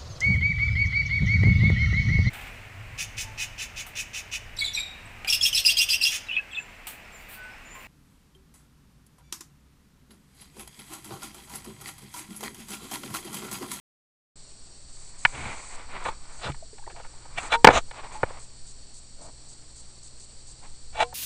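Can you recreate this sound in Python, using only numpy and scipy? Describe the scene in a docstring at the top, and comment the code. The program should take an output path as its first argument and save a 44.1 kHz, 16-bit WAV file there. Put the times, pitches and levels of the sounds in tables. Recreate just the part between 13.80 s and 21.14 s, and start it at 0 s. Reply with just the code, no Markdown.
"""After a short silence: wavering, slowly growing hum, thin tones and hiss under slow water surges, then
an on-off high whine. An underwater camera is pushed by hand along a pool liner: friction noise through
resonances makes its slides and scrapes, chattering blows on damped modes its knocks, hard enough to overload
the microphone. A few bubbles escape as rising, decaying sines. Water, hiss and whine are shaped noise;
hum and tones, sines."""
import sys
import numpy as np
from scipy import signal
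from scipy.fft import rfft, irfft, next_fast_len
from scipy.io import wavfile
from scipy.ndimage import uniform_filter1d, map_coordinates

SR = 44100
rng = np.random.default_rng(int(sys.argv[2]) if len(sys.argv) > 2 else 0)


def write(x):
    x = np.atleast_2d(x).T
    wavfile.write(sys.argv[1], SR, np.round(np.clip(x, -1, 1) * 32767).astype(np.int16))


N = 323694


def amp(db):
    """Decibels to amplitude."""
    return 10 ** (np.asarray(db) / 20)


def unit(x):
    """x scaled to rms 1."""
    return x / np.sqrt(np.mean(x ** 2) + 1e-20)


def clock():
    """Time of every sample in seconds."""
    return np.arange(N) / SR


def add(track, start_s, sound):
    """Mix a sound in at start_s, cut at the end of the track."""
    part = track[round(start_s * SR):][:len(sound)]
    part += sound[:len(part)]


def wobble(knots_per_s):
    """A smooth random curve through normal random knots."""
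    knots = rng.standard_normal(int(N * knots_per_s / SR) + 4)
    return map_coordinates(knots, [np.arange(N) * knots_per_s / SR], order=2)


def sine(phase):
    """A sine at rms 1."""
    return np.sqrt(2) * np.sin(phase)


def coloured(x, points, extra_db=lambda hz: 0):
    """x filtered to a curve of (freq_hz, relative level_db) points, at rms 1."""
    size = next_fast_len(len(x) + 4096)
    hz = np.fft.rfftfreq(size, 1 / SR) + 1  # + 1 keeps the logarithm finite
    point_hz, point_db = np.transpose(points)
    curve_db = np.interp(np.log(hz), np.log(point_hz), point_db)
    octaves_above = np.maximum(np.log2(hz / point_hz[-1]), 0)
    octaves_below = np.maximum(np.log2(point_hz[0] / hz), 0)
    rolloff_db = 200 * octaves_above + 20 * octaves_below
    gain = amp(curve_db - rolloff_db + extra_db(hz))
    return unit(irfft(rfft(x, size) * gain, size)[:len(x)])


def edge(x, hz, kind, order):
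    """A causal Butterworth high-pass or low-pass."""
    sections = signal.butter(order, min(hz, .45 * SR), kind, fs=SR, output="sos")
    return signal.sosfilt(sections, x)


def slips(size, per_s, spread_db, smooth):
    """Tiny stick-slip impulses of uneven strength over smooth friction noise."""
    happens = rng.random(size) < per_s / SR
    sign = np.sign(rng.standard_normal(size))
    strength = amp(spread_db * rng.standard_normal(size))
    return unit(happens * sign * strength) + smooth * rng.standard_normal(size)


def ring(modes, t, scatter_db):
    """Damped modes (freq_hz, level_db, t60_s) of alternating sign, each struck with random strength."""
    out = np.zeros(len(t))
    for k, (hz, db, t60_s) in enumerate(modes):
        decay = amp(db + scatter_db * rng.standard_normal() - 60 * t / t60_s)
        out += (-1) ** k * decay * np.sin(2 * np.pi * hz * t)
    return out


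def water(contact, rest_db=-46, stir_db=-30, stir_power=0.28, stir_s=.25, lap_db=-66):
    """Slow pressure swells that grow while the housing is moved, and faint lapping from the surface."""
    # surge spectrum: freq_hz, relative level_db
    surge_colour = [(4, 7), (14, 7), (30, -12), (60, -14), (100, -22), (200, -34.5), (400, -40),
                    (900, -67.5)]
    lap_colour = [(200, -1.5), (500, -0.5), (900, -3), (1400, -9.5), (3000, -24.5)]
    motion = np.abs(uniform_filter1d(np.abs(contact), int(stir_s * SR)))
    push = (amp(rest_db) + amp(stir_db) * motion ** stir_power) * amp(0.73 * wobble(7.7))
    surge = push * coloured(rng.standard_normal(N), surge_colour)
    lapping = coloured(slips(N, per_s=690, spread_db=1.5, smooth=0.91), lap_colour)
    return surge + amp(lap_db + 0.69 * wobble(3.9)) * lapping


def hum(mains_hz=59.3, mains_db=-63, double_db=-63, waver_db=2.5, grow_db_per_s=1.0):
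    """Mains hum and its octave, wavering and slowly growing; the levels are those midway through."""
    t = clock()
    out = np.zeros(N)
    for k, db in enumerate([mains_db, double_db], 1):
        level_db = db + grow_db_per_s * (t - t.mean()) + waver_db * wobble(6.5)
        out += amp(level_db) * sine(2 * np.pi * k * mains_hz * t + 0.67 * wobble(8))
    return out


def hiss(level_db=-52.7):
    """Steady electronic hiss: coloured noise with a slight flutter."""
    # hiss spectrum: freq_hz, relative level_db
    hiss_colour = [(150, -5), (300, -11), (900, -20), (1500, -20), (2800, -19.5), (3600, -17.5),
                   (4500, -6.5), (5150, -15.5), (5600, -13.5), (6600, -18), (6950, -10.5), (8200, -5),
                   (9100, -18.5), (10400, -28)]
    return amp(level_db + .6 * wobble(30)) * coloured(rng.standard_normal(N), hiss_colour)


def tones():
    """Steady thin tones of the electronics: sines with slowly drifting phase."""
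    # tones: freq_hz, level_db
    tone_rows = [(4323, -73.5), (5609, -70.5), (5642, -70.5), (7574, -77.5), (7838, -70), (8226, -70.5)]
    t = clock()
    return sum(amp(db) * sine(2 * np.pi * hz * t + 1.0 * wobble(4.7)) for hz, db in tone_rows)


def warble(centre_hz=4480, swing_hz=129.2, level_db=-66.5):
    """A faint high tone of the electronics, its pitch trembling at random."""
    hz = centre_hz + swing_hz * wobble(70)
    return amp(level_db + 2.5 * wobble(60)) * sine(2 * np.pi * np.cumsum(hz) / SR)


def whine(buzz_hz=135.0, buzz=0.2, ramp_s=0.0044):
    """High noise buzzing at two harmonics of buzz_hz, gated in irregular spells, then in clock-like pulses."""
    # irregular spells, short and long: start_s, length_s, level_db
    spells = [(1.128, 0.18, -52), (1.382, 0.58, -48), (2.239, 0.064, -47.5), (2.524, 0.19, -52),
              (3.579, .107, -45.5)]
    # runs of pulses: start_s, end_s
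    pulse_runs = [(4.322, 6.3), (6.397, 6.75)]
    # whine spectrum: freq_hz, relative level_db
    whine_colour = [(3000, -24.5), (4500, -7), (5200, -15), (6600, -7.5), (7300, -4), (7950, 0.5),
                    (8400, -3.5), (9100, -10.5), (10400, -24)]
    pulse_period_s, pulse_s, pulse_db = .2724, 0.057, -50
    t = clock()
    pulses = [(on_s, pulse_s, pulse_db)
              for first_s, last_s in pulse_runs
              for on_s in np.arange(first_s, last_s, pulse_period_s)]
    gate = np.zeros(N)
    for on_s, length_s, db in spells + pulses:
        inside_s = np.minimum(t - on_s, on_s + length_s - t)
        gate += amp(db) * np.clip(inside_s / ramp_s + .5, 0, 1)
    turn = 2 * np.pi * np.cumsum(buzz_hz * (1 + 0.017 * wobble(35))) / SR
    chop = unit(1 + buzz * (np.cos(2 * turn) + np.cos(3 * turn)))
    return gate * coloured(chop * rng.standard_normal(N), whine_colour)


def bubble(hz, t60_s, glide_per_s=0.13, attack_s=.0015):
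    """One pocket of air rings and rises a little in pitch; peak 1."""
    t = np.arange(SR // 4) / SR
    envelope = amp(-60 * t / t60_s) * (1 - np.exp(-t / attack_s))
    tone = np.sin(2 * np.pi * hz * t * (1 + glide_per_s * t)) * envelope
    return tone / np.abs(tone).max()


def bubbles(gurgle_db=-49, gurgle_hz=780, cycles=24, count=30):
    """Single bubbles, air shaken loose by the scrapes, and a short gurgle of small ones that thins out."""
    # bubbles and air pockets: start_s, peak_db, pitch_hz, t60_s
    bubble_rows = [(2.29, -24.5, 890, 0.035), (2.697, -28, 136, .12), (2.825, -38, 648, 0.046),
                   (2.93, -42.5, 427, 0.055), (3.076, -31.5, 910, 0.023), (3.74, -15.5, 920, 0.12),
                   (3.75, -34, 460, 0.19), (4.352, -34.5, 857, 0.16), (7.232, -32, 479, .16),
                   (7.236, -46, 725, 0.62), (7.236, -37.5, 1024, .1)]
    from_s, to_s = 2.95, 3.42  # gurgle
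    out = np.zeros(N)
    for start_s, db, hz, t60_s in bubble_rows:
        add(out, start_s, amp(db) * bubble(hz, t60_s))
    times_s = rng.triangular(from_s, from_s + (to_s - from_s) / 4, to_s, count)
    for start_s, (size, strength) in zip(times_s, rng.standard_normal((count, 2))):
        hz = gurgle_hz * np.exp(0.5 * size)
        add(out, start_s, amp(gurgle_db + 2.5 * strength) * bubble(hz, cycles / hz))
    return out


def slides(trim_db=-3.0, tail_db=-17, contact_db=4, edge_db=7, flatness=2.4):
    """Light contact: a grainy friction swish swells and fades, inside a fainter one three times as long."""
    # slides: middle_s, length_s, level_db (before trim_db), contact_hz
    slide_rows = [(1.665, 0.3, -37, 2180), (1.974, 0.19, -43.5, 1960), (2.155, 0.075, -36, 2000),
                  (2.245, 0.14, -38.5, 1300), (2.517, 0.15, -49, 1500), (3.379, 0.45, -56.5, 1500),
                  (3.644, 0.13, -36, 1310), (4.184, 0.085, -40, 940), (4.249, 0.043, -36.5, 895),
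                  (4.346, 0.079, -41, 900), (4.497, 0.22, -45, 657), (6.85, 0.044, -47.5, 894)]
    # friction spectrum: freq_hz, relative level_db
    slide_colour = [(60, -16), (150, -5.5), (300, -7), (550, -4), (1000, 2.5), (1650, -6.5), (2400, -3.5),
                    (2750, -11), (4000, -13.5), (5200, -26.5)]
    out = np.zeros(N)
    t = np.arange(SR) / SR - .5
    for middle_s, length_s, db, contact_hz in slide_rows:
        away = 2 * np.abs(t) / length_s  # 1 at both ends
        main = amp(-edge_db * away ** flatness)
        tail = amp(tail_db - edge_db * (away / 3) ** 2)

        def contact_lift_db(hz):
            return contact_db / (1 + (4 * (hz / contact_hz - 1)) ** 2)

        friction = slips(len(t), per_s=2900, spread_db=1.5, smooth=0.67)
        grain = coloured(friction, slide_colour, contact_lift_db)
        add(out, middle_s - .5, amp(db) * np.hypot(main, tail) * grain)
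    return out * amp(trim_db + 1.9 * wobble(50))


def scrapes(scatter_db=2, foot_db=-30.5, release_s=0.02128, judder_db=2, judder_per_s=140):
    """The housing grips the liner, judders and lets go; each stroke favours other resonances."""
    # strokes: start_s, rise_s, hold_s, level_db, contact_hz, treble_db, thud_db (re rub), squeak (x lift_db)
    scrape_rows = [(1.527, 0.024, 0.16, -43, 2200, 4, 1, 0.75),
                   (2.246, 0.0075, 0.041, -30.5, 1070, -10, -14.5, 0.84),
                   (2.577, 0.057, 0.042, -34, 4700, -3, -17, 0.68),
                   (2.635, 0.024, 0.044, -35, 438, -17, 0, .6),
                   (3.093, 0.0088, 0.0084, -44, 700, -3, -25, 0.65),
                   (3.159, 0.0046, 0.052, -48.5, 644, -4, -25, 0.72),
                   (3.559, 0.022, .01, -27.5, 2500, 9, -15.5, 0.52),
                   (3.699, .024, .027, -19.5, 1480, 4, -24, 1.02),
                   (3.847, .012, 0.061, -24.5, 900, -3, -7, 0.64),
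                   (3.899, 0.037, 0.051, -22, 6670, -3.5, -10, .6),
                   (5.339, 0.075, 0.083, -51, 594, -32, 0.5, .7),
                   (7.129, .078, 0.026, -22, 822, 2.5, -28, 1.27)]
    # resonances that sing under friction: freq_hz, width_hz, lift_db (before squeak)
    singing = [(485, 47, 6), (691.3, 110, 6), (874.4, 22, 6.5), (1230, 60, 3.5), (1444, 26, 10),
               (1862, 93, 6), (2305, 130, 10.5), (2756, 57, 6.5), (3458, 79, 11.5), (3947, 190, 11.5)]
    # friction spectrum: freq_hz, relative level_db
    scrape_colour = [(60, -23.5), (300, -17.5), (500, -7.5), (950, -3.5), (1300, -5.5), (2000, -11.5),
                     (3000, -11), (4100, -18.5), (4600, -25), (5300, -26), (7800, -25), (10000, -31.5),
                     (11000, -69.5)]
    thud_colour = [(60, 6), (150, -4.5), (350, -9), (600, -23.0)]
    out = np.zeros(N)
    t = np.arange(SR // 4) / SR
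    for start_s, rise_s, hold_s, db, contact_hz, treble_db, thud_db, squeak in scrape_rows:
        peaks = [(f, width, squeak * lift + scatter_db * rng.standard_normal()) for f, width, lift in singing]
        # a sharper contact stands out more
        contact_db = 7.5 + 2.5 * np.log2(contact_hz / 1000)
        peaks.append((contact_hz, contact_hz / 3, contact_db))

        def stroke_lift_db(hz):
            resonances = sum(lift / (1 + (2 * (hz - f) / width) ** 2) for f, width, lift in peaks)
            return resonances + treble_db * hz ** 2 / (hz ** 2 + 2500 ** 2)

        friction = slips(len(t), per_s=2200, spread_db=1.5, smooth=0.6)
        rub = coloured(friction, scrape_colour, stroke_lift_db)
        thud = coloured(rng.standard_normal(len(t)), thud_colour)
        rising = np.maximum(1 - t / rise_s, 0)
        releasing = np.maximum(t - rise_s - hold_s, 0) / release_s
        pressure = amp(foot_db * (rising + releasing))
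        add(out, start_s, amp(db) * pressure * (rub + amp(thud_db) * thud))
    return out * amp(judder_db * wobble(judder_per_s))


def rattle(count=5, level_db=-48.5, spread_db=7, low_hz=500, high_hz=3000):
    """Tiny taps at random times while the housing rocks, as rows like those of the blows."""
    from_s, to_s = 3.165, 3.28
    return [(from_s + (to_s - from_s) * when, level_db + spread_db * (2 * force - 1), low_hz, high_hz)
            for when, force in rng.random((count, 2))]


def knocks(crack=2.01, crack_t60_s=0.015, thump_hz=138, thump_t60_s=.045, thump_db=-25.5):
    """Blows chatter to and fro, ring the water-damped housing and jolt the camera; firm ones damp more."""
    # blows: start_s, level_db (before touch_db), low_edge_hz, high_edge_hz
    # soft contacts lose the treble, glancing ones the bass
    knock_rows = [(1.4506, 0, 1080, 2500), (2.252, -23, 510, 3200), (2.717, -37, 2000, 4000),
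                  (2.744, -36, 875, 2000), (2.982, -41.5, 700, 4000), (3.074, -43, 300, 3000),
                  (3.1, -44, 500, 3400), (3.162, -37.5, 550, 3400), (3.198, -35, 500, 1590),
                  (3.247, -37, 750, 2000), (3.454, -39, 597, 1300), (3.8453, 11.5, 170, 3600),
                  (3.8714, 7, 170, 2260), (3.885, 1.5, 111, 1630), (3.8956, -12, 149.5, 1000),
                  (3.904, -11, 350.4, 2000), (4.111, -30, 570, 3900), (4.4311, -9, 60, 1570),
                  (4.504, -32.5, 398, 1490), (7.326, -35, 590, 1230)]
    # touches of each blow: delay_s, touch_db
    chatter = [(0, -0.5), (.003, 0.5), (.0068, -14)]
    # housing modes: freq_hz, level_db, t60_s (free, before contact damping)
    housing = [(105, -6.5, 0.028), (218.4, -15.5, 0.026), (305.6, -8, 0.03), (520.3, 0, 0.028),
               (730, -2, .025), (962.5, 2, 0.026), (1169, -5.5, 0.007), (1250.4, -5.5, .028),
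               (1416, -2.5, 0.02), (1715, -3.5, 0.031), (1990, -7, 0.025), (2298, -3, 0.04),
               (2488, -10.5, 0.02), (2964, -8, 0.029), (4880, -12.5, 0.0083)]
    out = np.zeros(N)
    t = np.arange(SR // 8) / SR
    for start_s, db, low_hz, high_hz in knock_rows + rattle():
        freedom = .6 * 2 ** (-db / 41)  # share of the free t60; halves per 41 dB
        damped = [(hz, level_db, t60_s * freedom) for hz, level_db, t60_s in housing]
        crack_decay = amp(-60 * t / (crack_t60_s * freedom))
        for k, (delay_s, touch_db) in enumerate(chatter):
            blow = ring(damped, t, scatter_db=2.0)
            blow += crack * crack_decay * rng.standard_normal(len(t))
            blow = edge(blow, low_hz, "high", order=4)
            blow = edge(blow, high_hz, "low", order=3)
            blow /= np.abs(blow).max()
            add(out, start_s + delay_s, (-1) ** k * amp(db + touch_db) * blow)
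        add(out, start_s, ring([(thump_hz, db + thump_db, thump_t60_s)], t, scatter_db=1))
    return out


def scene(sound_on_s=0.5574, ramp_s=0.0024):
    """Everything reaches one microphone inside the housing, silent until sound_on_s."""
    live = np.clip((clock() - sound_on_s) / ramp_s + .5, 0, 1)
    electronics = hum() + hiss() + tones() + warble() + whine()
    contact = slides() + scrapes() + knocks()
    return (live * (water(contact) + electronics + bubbles() + contact))[None]


def record(dry, top_hz=16000):
    """The input overloads at full scale; the top treble is dulled, and nothing passes from top_hz up."""
    clipped = dry / (1 + dry ** 20) ** (1 / 20)
    hz = np.fft.rfftfreq(N, 1 / SR)
    dulled = amp(np.interp(hz, [9000, 11000, 15000], [0, -11, -15]))
    return irfft(rfft(clipped) * dulled * (hz < top_hz), N)


dry = scene()
out = record(dry)
write(out)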